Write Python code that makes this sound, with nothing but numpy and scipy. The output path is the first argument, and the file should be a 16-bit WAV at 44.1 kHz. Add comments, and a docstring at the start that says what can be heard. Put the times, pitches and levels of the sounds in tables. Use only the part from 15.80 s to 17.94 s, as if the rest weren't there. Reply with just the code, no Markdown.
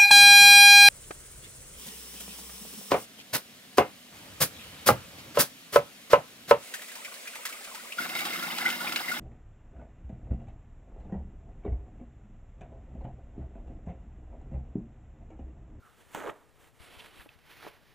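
"""Tearing off a paper towel

A sheet is ripped off its roll, close to a body-worn microphone in a quiet studio. The perforation
gives with a snap and unzips in a run of pops, over a rising flutter as the sheet comes free. Paper and
sleeves rustle, steps thud softly, a wooden handle ticks and the sheet flaps as it is folded."""
import sys
import numpy as np
from scipy import signal
from scipy.fft import rfft, irfft
from scipy.io import wavfile
from scipy.ndimage import uniform_filter1d

SR = 44100
rng = np.random.default_rng(int(sys.argv[2]) if len(sys.argv) > 2 else 0)


def digitize_waveform(pressure):
    """Quantize a signal to 16-bit integers and store it at the path in sys.argv[1].

    Rows of a 2-D input are taken as channels; values are limited to [-1, 1].
    """
    field = np.atleast_2d(pressure).T
    bounded = np.clip(field, -1, 1)
    quanta = np.round(bounded * 32767).astype(np.int16)
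    wavfile.write(sys.argv[1], SR, quanta)


N = 94594
T = np.arange(N) / SR

# Tone of breaking fibres. Each row: frequency in Hz, gain in dB.
FIBRE_COLOUR = [(500, -3), (3200, 2.5), (5000, -18), (6500, 0.5), (8500, -5), (11500, -12), (15000, -7)]
# Tone of paper gathered in the hand. Each row: frequency in Hz, gain in dB.
GATHER_COLOUR = [(130, -5), (350, 2), (3200, 1), (6200, -15.5), (8000, -14.5), (10700, -11.5), (13000, -18)]
FIBRES_PER_S, FIBRE_SPREAD_DB = 11000, 1.5
RUBS_PER_S, RUB_SPREAD_DB = 14000, 2


def amp(db):
    """Decibels to gain."""
    return 10 ** (np.asarray(db) / 20)


def unit(x):
    """Scales to rms 1."""
    return x / np.sqrt(np.mean(x ** 2) + 1e-20)


def read(points, hz):
    """Reads a curve on a log-frequency axis."""
    f, value = np.transpose(points)
    return np.interp(np.log(hz + 1), np.log(f + 1), value)


def fader(curve, column=1):
    """Gain over time from a dB curve, dying quickly beyond its ends."""
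    columns = np.transpose(curve)
    times, db = columns[0], columns[column]
    outside_s = np.maximum(times[0] - T, 0) + np.maximum(T - times[-1], 0)
    return amp(np.interp(T, times, db) - 1000 * outside_s)


def colour(x, points, depth=1):
    """Minimum-phase EQ; depth scales its dB curve."""
    hz = abs(np.fft.fftfreq(4096, 1 / SR))
    log_gain = np.log(amp(depth * read(points, hz)))
    taps = np.fft.ifft(np.exp(np.conj(signal.hilbert(log_gain)))).real
    return signal.fftconvolve(x, taps[:len(taps) // 2])[:N]


def grains(per_s, spread_db):
    """Random clicks of either sign, a few larger than the rest."""
    size = amp(spread_db * np.minimum(rng.exponential(1, N), 4))
    return size * rng.choice([-1, 1], N) * (rng.random(N) < per_s / SR)


def wander(hz):
    """Smooth random drift of rms 1, up to about the given rate."""
    lowpass = np.exp(-(np.fft.rfftfreq(N, 1 / SR) / hz) ** 2)
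    return unit(irfft(rfft(rng.standard_normal(N)) * lowpass, N))


def swell(s, db, width_s):
    """Bell-shaped envelope that peaks at time s."""
    return amp(db) * np.exp(-((T - s) / width_s) ** 2 / 2)


def room_tone():
    """Two steady noise beds: low rumble and soft air."""
    # Tone of each bed. Each row: frequency in Hz, gain in dB.
    rumble_colour = [(30, 1), (125, 1.5), (200, -8), (1500, -46)]
    air_colour = [(50, -22), (125, 2.5), (420, 4), (1400, -5), (4500, -14), (15000, -21)]
    rumble = amp(-63) * unit(colour(rng.standard_normal(N), rumble_colour))
    air = amp(-69) * unit(colour(rng.standard_normal(N), air_colour))
    return rumble, air


def rustle():
    """Paper and sleeves rub in dense tiny slips as the hands reach, gather and fold."""
    # Fader ride of each move. Each row: time in seconds, level in dB.
    reach = [(0, -76), (.06, -65.5), (.15, -69.5), (.21, -60), (.275, -66.5), (.335, -55.5), (.5, -65),
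             (.74, -74.5), (.81, -62.5), (.88, -61.5), (.92, -76), (.98, -63)]
    gather = [(1.0, -59), (1.014, -55.5), (1.10, -55.5), (1.15, -53.5), (1.175, -55.5), (1.2, -52.5),
              (1.265, -53.5), (1.31, -60.5), (1.37, -55), (1.42, -56), (1.47, -66.5)]
    fold = [(1.49, -64.5), (1.535, -61.5), (1.575, -72), (1.645, -65.5), (1.715, -52.5), (1.755, -57),
            (1.84, -50.5), (1.88, -52), (1.92, -60.5), (2.03, -67.5), (2.10, -63.5), (2.145, -66)]
    # Tone of the reach and of the fold. Each row: frequency in Hz, gain in dB.
    reach_colour = [(150, -13.5), (400, -2), (1800, -4.5), (3500, -10.5), (5000, -20), (7500, -14),
                    (15000, -20.5)]
    fold_colour = [(150, -13.5), (1000, -8.5), (2000, -5.5), (3800, -12.5), (6000, -21), (8200, -29),
                   (10500, -21.5), (15000, -24)]
    rubs = np.zeros(N)
    for ride, tone in [(reach, reach_colour), (gather, GATHER_COLOUR), (fold, fold_colour)]:
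        rubs += fader(ride) * unit(colour(grains(RUBS_PER_S, RUB_SPREAD_DB), tone))
    flicker_db = 0.96 * wander(hz=68.6)
    return rubs * amp(flicker_db)


def scrapes():
    """Dense slips ring one resonance for a moment."""
    # The roll on its holder, the sheet sliding free, paper dragged through the fingers. Each row:
    # centre in seconds, half-width in seconds, pitch in Hz, bandwidth in Hz, level in dB.
    strokes = [(0.062, .04, 1313, 338, -61.5), (0.468, 0.038, 606, 430, -44.5),
               (1.044, 0.028, 8900, 4970, -66), (1.202, 0.0074, 2860, 1690, -49.5),
               (1.407, 0.011, 1580, 1180, -53.5), (1.427, 0.032, 11400, 6000, -66.5)]
    out = np.zeros(N)
    for s, width_s, hz, band_hz, db in strokes:
        b, a = signal.iirpeak(hz, hz / band_hz, SR)
        slips = grains(RUBS_PER_S, RUB_SPREAD_DB)
        ring = signal.lfilter(b, a, signal.lfilter(b, a, slips))
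        out += swell(s, db, width_s) * unit(ring)
    return out


def bend(x):
    """Bending waves cross the sheet: lows travel slower, which smears each pop."""
    lag_at_1khz_s = 0.001608
    khz = np.fft.rfftfreq(N, 1 / SR) / 1000
    phase = 4 * np.pi * 1000 * lag_at_1khz_s * np.sqrt(khz)
    return irfft(rfft(x) * np.exp(-1j * phase), N)


def tear():
    """The perforation's bridges pop one after another, and fibres fizz with them."""
    # Fader ride of the rip. Each row: time in seconds, pop level in dB, fizz level in dB.
    ride = [(.335, -84, -60), (.351, -37, -57), (.364, -45, -50.5), (.395, -44, -55), (.44, -45, -58.5),
            (.484, -39.5, -57.5), (.499, -40, -70), (.503, -49.5, -52), (.525, -60, -84)]
    # Tone of a pop in the taut sheet. Each row: frequency in Hz, gain in dB.
    taut_colour = [(30, -37), (170, -13.5), (350, -8), (1200, -1), (2000, -10.5), (3000, -19.5),
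                   (3700, -24), (4800, -33.5), (15000, -41)]
    pops_per_s, jitter, spread_db, decay_s = 420, .4, 2.2, .0008
    times = np.cumsum(np.exp(jitter * rng.standard_normal(N // 20))) / pops_per_s
    starts = (times[times < T[-1]] * SR).astype(int)
    onsets = np.zeros(N)
    onsets[starts] = amp(spread_db * np.clip(rng.standard_normal(N), -2, 1))[:len(starts)]
    strain = unit(signal.lfilter([1], [1, -np.exp(-1 / (decay_s * SR))], onsets))
    breaks = strain * rng.choice([-1, 1], N)  # each pop is a tiny cluster of breaks
    pops = unit(colour(bend(breaks), taut_colour))
    pops /= np.sqrt(abs(uniform_filter1d(pops ** 2, size=1000)) + 1e-9)  # a steady pull evens the level
    fizz = unit(colour(grains(FIBRES_PER_S, FIBRE_SPREAD_DB) * (1 + strain), FIBRE_COLOUR))
    return pops * fader(ride) + fizz * fader(ride, column=2)


def flick(s, db, hz):
    """One swing of the sheet: a suck of air, then a push."""
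    width_radians = 1.66
    phase = 2 * np.pi * hz * (T - s)
    swing = np.sin(phase) * np.exp(-(phase / width_radians) ** 2 / 2)
    return amp(db) * swing / abs(swing).max()


def snap():
    """Strong bridges break and flick the sheet; the toughest fibres crack."""
    # Bridges giving way. Each row: time in seconds, peak in dB, pitch in Hz.
    bridges = [(.3483, -30, 1000), (.3494, -26.5, 900), (.3506, -24.5, 780), (.3621, -31, 1350),
               (.4044, -34, 1900), (.4152, -32, 1200), (.4219, -33.5, 1400), (.4963, -30, 1380),
               (.4985, -30, 1850)]
    # Fibres cracking. Each row: time in seconds, level in dB.
    cracks = [(0.3481, -33), (0.3504, -35.5), (0.393, -47), (.4152, -62)]
    crack_s = 0.00057
    spikes = sum(amp(db) * np.exp(-abs(T - s) / crack_s) for s, db in cracks)
    fibre_noise = unit(colour(rng.standard_normal(N), FIBRE_COLOUR))
    return sum(flick(*row) for row in bridges) + spikes * fibre_noise


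def flutter():
    """The freed edge swings unevenly: a rough zip, faster and harder late in the pull."""
    # Path of the flutter. Each row: time in seconds, rate in Hz, level in dB.
    path = [(0.363, 360.8, -56), (.374, 372.6, -43.5), (0.413, 346.3, -58.5), (0.454, 383.6, -42),
            (0.474, 488, -40.5), (0.486, 487, -38), (.503, 467, -57)]
    jitter, wobble_db, drift_hz = .24, 3, 220
    times, hz, _ = np.transpose(path)
    rate = np.interp(T, times, hz) * (1 + jitter * wander(drift_hz))
    swing = unit(np.sin(2 * np.pi * np.cumsum(rate) / SR))
    return swing * fader(path, column=2) * amp(wobble_db * wander(drift_hz))


def steps():
    """Soft steps and body movement: low damped thuds, each at its own pitch."""
    # Each row: start in seconds, level in dB.
    thuds = [(0.49, -43), (1.003, -40.5), (1.17, -42.5), (1.394, -40), (1.562, -47)]
    typical_hz, decay_s = 89, 0.013
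    pitches = typical_hz * np.exp(0.25 * rng.standard_normal(len(thuds)))
    out = np.zeros(N)
    for (s, db), hz in zip(thuds, pitches):
        age = np.maximum(T - s, 0)
        out += amp(db) * np.sin(2 * np.pi * hz * age) * np.exp(-age / decay_s)
    return out


def crinkle():
    """Single creases give way, each in a short, bright cluster of clicks."""
    # Each row: time in seconds, level in dB.
    creases = [(1.188, -55), (1.261, -49.5), (1.59, -61), (1.714, -57), (2.062, -75)]
    bursts = sum(swell(s, db, width_s=0.0018) for s, db in creases)
    return bursts * unit(colour(grains(FIBRES_PER_S, FIBRE_SPREAD_DB), GATHER_COLOUR))


def crumple():
    """The sheet buckles in clusters of dull clicks and flaps taut as it is folded."""
    # Buckling. Each row: centre in seconds, level in dB, half-width in seconds.
    buckles = [(1.463, -53.5, 0.0032), (1.839, -57, 0.0079), (1.854, -46.5, .006), (1.876, -48.5, 0.0051)]
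    # Tone of a buckle. Each row: frequency in Hz, gain in dB.
    buckle_colour = [(50, -19), (450, 4), (1300, -5), (2000, -17), (15000, -55)]
    # Flapping. Each row: time in seconds, peak in dB, pitch in Hz.
    flaps = [(1.4648, -48.5, 388), (1.829, -36, 1090), (1.8675, -31.5, 644)]
    bursts = sum(swell(*row) for row in buckles)
    clicks = unit(colour(grains(per_s=770, spread_db=0.5), buckle_colour))
    return bursts * clicks + sum(flick(*row) for row in flaps)


def tick():
    """A thin wooden handle, softly struck, rings very briefly."""
    # The handle's modes. Each row: pitch in Hz, level in dB, time to fall 60 dB in seconds.
    modes = [(2620, -40, 0.015), (3030, -40, 0.006)]
    start_s, rise_s = 1.4909, 0.00024
    age = np.maximum(T - start_s, 0)
    ring = sum(amp(db - 60 * age / t60) * np.sin(2 * np.pi * hz * age) for hz, db, t60 in modes)
    return ring * (1 - np.exp(-(age / rise_s) ** 2))


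def studio(x):
    """Early reflections and a short tail; low reflections add width and the image leans right."""
    # Decay of the tail. Each row: frequency in Hz, time to fall 60 dB in seconds.
    tail_t60 = [(200, 1), (600, 0.5), (1400, .5), (5000, 0.38)]
    # Tone of the tail and of the side reflections. Each row: frequency in Hz, gain in dB.
    tail_colour = [(100, -8), (1200, 3), (12000, -8.5)]
    side_colour = [(170, -0.5), (450, -5), (1000, -21), (15000, -31)]
    # Panning EQ, scaled for each channel below. Each row: frequency in Hz, leftward tilt in dB.
    balance = [(100, 0), (700, -2.8), (3500, -2.4), (9000, -.5)]
    early_db, tail_db, early_decay_s, side_decay_s = -15, -15.5, 0.012, 0.0097

    def echo(taps):
        return signal.fftconvolve(x, taps / np.linalg.norm(taps))[:N]

    t = T[:SR // 2]
    early, wide, late = rng.standard_normal((3, len(t))) * (rng.random((3, len(t))) < .1) * (t > .002)
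    hz, age, bands = signal.stft(late, SR, nperseg=256)
    decay = amp(-60 * age / read(tail_t60, hz)[:, None])
    tail = signal.istft(bands * decay, SR, nperseg=256)[1]
    mid = x + amp(early_db) * echo(early * np.exp(-t / early_decay_s))
    mid += amp(tail_db) * colour(echo(tail), tail_colour)
    side = colour(echo(wide * np.exp(-t / side_decay_s)), side_colour)
    return np.array([colour(mid, balance, depth=0.7) + side, colour(mid, balance, depth=-0.37) - side])


def scene():
    """Paper and handle in the studio, over steps and room tone."""
    paper = snap() + tear() + flutter() + rustle() + crumple() + crinkle() + scrapes()
    thuds = steps()
    rumble, air = room_tone()
    bass_pan = np.array([[1], [-amp(-12)]])  # full on the left, weak and inverted on the right
    return studio(paper + tick()) + (thuds + rumble) * bass_pan + air


def record(dry):
    """A steep low-pass trims the very top."""
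    cutoff_hz = 15560
    lowpass = signal.firwin(1023, cutoff_hz, window=("kaiser", 9), fs=SR)
    return signal.oaconvolve(dry, lowpass[None], "same")


dry = scene()
out = record(dry)
digitize_waveform(out)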